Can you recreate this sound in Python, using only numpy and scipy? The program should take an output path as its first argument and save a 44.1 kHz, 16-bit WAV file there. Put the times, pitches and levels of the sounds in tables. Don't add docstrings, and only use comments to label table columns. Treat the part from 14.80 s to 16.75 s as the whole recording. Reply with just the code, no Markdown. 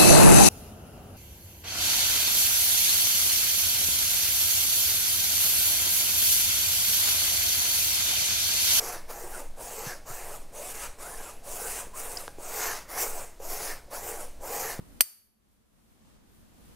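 import sys
import numpy as np
from scipy import signal
from scipy.fft import rfft, irfft
from scipy.io import wavfile
from scipy.ndimage import uniform_filter1d

SR = 44100
rng = np.random.default_rng(int(sys.argv[2]) if len(sys.argv) > 2 else 0)


def digitize_waveform(pressure):
    field = np.atleast_2d(pressure).T
    bounded = np.clip(field, -1, 1)
    quanta = np.round(bounded * 32767).astype(np.int16)
    wavfile.write(sys.argv[1], SR, quanta)


N = 85995
TIME_S = np.arange(N) / SR
FREQ_HZ = np.maximum(np.fft.rfftfreq(N, 1 / SR), 1)
SIDES = np.array([[1], [-1]])


def undb(db):
    return 10 ** (np.asarray(db) / 20)


def unit(x):
    return x / np.sqrt(np.mean(x ** 2))


def envelope(rows):
    return undb(np.interp(TIME_S, *np.array(rows).T))


def decay(t60_s):
    return np.exp(-np.log(1000) * TIME_S / t60_s)


def spectrum(rows):
    hz, values = np.array(rows).T
    return np.interp(np.log(FREQ_HZ), np.log(hz), values)


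def noise(colour):
    white = rfft(rng.standard_normal((2, N)))
    return unit(irfft(white * undb(spectrum(colour)), N))


def drift(rate_hz):
    white = rfft(rng.standard_normal(N))
    return unit(irfft(white * np.exp(-(FREQ_HZ / rate_hz) ** 2), N))


def delay(x, seconds):
    return np.pad(x, ((0, 0), (round(seconds * SR), 0)))[:, :N]


# frequency in Hz, relative density in dB.
AIR_COLOUR = [(15, -34), (25, -4.5), (49, 0), (156, -7), (209, -4), (246, -7.5), (410, -14.5),
              (1050, -19.5), (2350, -26), (3250, -26), (4740, -28.5), (9530, -29), (15500, -35)]

def background(air_db=-58, waver_db=1.5, hum_hz=222, hum_width_hz=14, hum_db=-69):
    phase = 2 * np.pi * hum_hz * TIME_S
    hum = [drift(hum_width_hz) * np.sin(phase) + drift(hum_width_hz) * np.cos(phase) for _ in range(2)]
    air = noise(AIR_COLOUR) * undb(air_db + waver_db * drift(rate_hz=6))
    return air + undb(hum_db) * np.array(hum)


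# time in seconds, level in dB.
RUB_LEVELS = [(0, -65), (.12, -63.5), (.2, -64), (.3, -79), (.66, -70), (.73, -62), (.82, -71),
              (1.13, -67.5), (1.33, -91.5), (1.54, -66), (1.7, -71.5), (1.85, -65), (1.95, -65)]
# frequency in Hz, relative density in dB.
RUB_COLOUR = [(300, -9.5), (2000, -6), (6500, -8), (9500, -1), (12500, -2), (15500, -7)]
# time in seconds, level in dB.
RUMBLE_LEVELS = [(0, -53.5), (.18, -54), (.3, -67), (1.3, -69.5), (1.56, -60.5), (1.68, -65.5),
                 (1.95, -55.5)]
# frequency in Hz, relative density in dB.
RUMBLE_COLOUR = [(20, -5), (42, 1.5), (110, -9), (280, -6.5), (450, -20), (1500, -29), (8000, -55)]

def gloves(grain_db=1):
    rub = noise(RUB_COLOUR) * envelope(RUB_LEVELS)
    grain = unit(undb(grain_db * drift(rate_hz=150)))
    rumble = noise(RUMBLE_COLOUR) * envelope(RUMBLE_LEVELS)
    return rub * grain + rumble


# centre in Hz, relative level in dB, T60 in seconds.
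ROOM_BANDS = [(150, -15, .25), (800, -3, 0.51), (1800, -3.5, 0.51), (4500, -5.5, 0.48), (8500, 0, .39),
              (12000, -1.5, 0.5), (15500, 2, 0.29)]

def room(x, gain_db=-22.5, build_s=.006):
    centres_hz = [row[0] for row in ROOM_BANDS]
    white = rfft(rng.standard_normal((2, N)))
    tail = 0
    for centre_hz, db, t60_s in ROOM_BANDS:
        band = spectrum([(hz, hz == centre_hz) for hz in centres_hz])
        tail += irfft(white * band, N) * undb(db) * decay(t60_s)
    tail *= 1 - np.exp(-TIME_S / build_s)
    return undb(gain_db) * signal.fftconvolve(x, unit(tail) / np.sqrt(N), axes=1)[:, :N]


# frequency in Hz, level in dB, T60 in seconds.
KNOCK_MODES = [(55, -21, .05), (150, -28, 0.014), (342, -10.5, .017)]

def knock():
    return sum(undb(db) * decay(t60_s) * np.cos(2 * np.pi * hz * TIME_S)
               for hz, db, t60_s in KNOCK_MODES)


# frequency in Hz, relative density in dB.
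JANGLE_COLOUR = [(200, -22.5), (900, -22.5), (2000, -11), (3800, -11.5), (5500, -5), (7600, -8), (9800, 5),
                 (12000, -3.5), (15000, -4.5)]

def jangle(level_db=6, t60_s=.05, width=.9):
    mid, side = noise(JANGLE_COLOUR)
    return unit(mid + width * side * SIDES) * decay(t60_s) * undb(level_db)


# frequency in Hz, relative level in dB, T60 in seconds.
CASE_MODES = [(2010, -21.5, .07), (2963, -22.5, .035), (4569, -31.5, 0.47), (4690, -30, 0.33),
              (4610, -0.5, 0.035), (6210, -13, 0.058), (7055, -19.5, .03), (8470, -1.5, 0.054),
              (8550, -0.5, 0.055), (9260, -13, .04), (10200, -11.5, 0.076), (11510, -7.5, 0.058),
              (11700, -12.5, 0.027), (13700, -7.5, 0.084), (8520, -23.5, 0.2), (14580, 2.5, .022),
              (14450, 3.5, 0.05), (15080, -7, .035)]

def case_ring(gain_db=.5, stereo_rad=.25):
    ring = 0
    for hz, db, t60_s in CASE_MODES:
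        phase = rng.uniform(0, 2 * np.pi) + SIDES * stereo_rad * rng.choice([-1, 1])
        ring += undb(db + gain_db) * decay(t60_s) * np.sin(2 * np.pi * hz * TIME_S + phase)
    return ring


# frequency in Hz, relative density in dB.
CRACK_COLOUR = [(60, -15), (360, -10), (750, -21), (1300, -1.5), (1700, -8.5), (2500, 0), (3800, -3.5),
                (5500, 3), (7500, -3.5), (11000, 2.5), (15000, 1.5)]

def crack(onset_s, gain_db=29.5, spread_s=.0008, left_lag_s=15e-6, length_s=.02):
    knots_hz = np.linspace(0, SR / 2, num=24)
    group_delay_s = onset_s + np.interp(FREQ_HZ, knots_hz, rng.uniform(0, spread_s, len(knots_hz)))
    cycles = np.cumsum(group_delay_s) * SR / N + FREQ_HZ * np.array([[left_lag_s], [0]])
    magnitude = undb(gain_db + spectrum(CRACK_COLOUR))
    return irfft(magnitude * np.exp(-2j * np.pi * cycles), N) * (TIME_S < length_s)


# frequency in Hz, left minus right in dB.
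SNAP_BALANCE = [(60, -7), (110, -8.5), (200, -7.5), (380, -3.5), (700, 2.5), (1290, -2.5), (2380, -1),
                (4400, -3.0), (8120, 4), (15000, 1.5)]

def directivity(x):
    return irfft(rfft(x) * undb(SIDES * spectrum(SNAP_BALANCE) / 2), N)


# start in seconds after first touch, crack gain in dB.
LID_CONTACTS = [(0, 3), (.0033, -20.5)]

def lid_snap(onset_s=.0005, ring_rise_s=.00015):
    pulse = crack(onset_s)
    cracks = sum(undb(db) * delay(pulse, start_s) for start_s, db in LID_CONTACTS)
    ringing = (case_ring() + jangle()) * (1 - np.exp(-TIME_S / ring_rise_s))
    return cracks + delay(ringing + knock(), onset_s)


def scene():
    snap = delay(lid_snap(), seconds=.2076)
    return directivity(snap) + room(snap) + gloves() + background()


def record(dry):
    threshold_db, recovery_db_per_s, cutoff_hz = -4.5, 17, 15520
    detect_s, look_ahead_s, attack_s = .0018, .0011, .00073
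    window = int(detect_s * SR)
    power = uniform_filter1d(np.mean(dry ** 2, axis=0), window, origin=(window - 1) // 2)
    over_db = np.maximum(10 * np.log10(np.maximum(power, 1e-12)) - threshold_db, 0)
    recovery_db = recovery_db_per_s * TIME_S
    duck_db = np.maximum.accumulate(over_db + recovery_db) - recovery_db
    duck_db = np.interp(TIME_S + look_ahead_s, TIME_S, duck_db)
    pole = np.exp(-1 / (attack_s * SR))
    duck_db = signal.lfilter([1 - pole], [1, -pole], duck_db)
    clipped = np.clip(dry * undb(-duck_db), -1, 1)
    lowpass = signal.ellip(10, .2, 60, cutoff_hz, fs=SR, output="sos")
    return signal.sosfilt(lowpass, clipped)


dry = scene()
out = record(dry)
digitize_waveform(out)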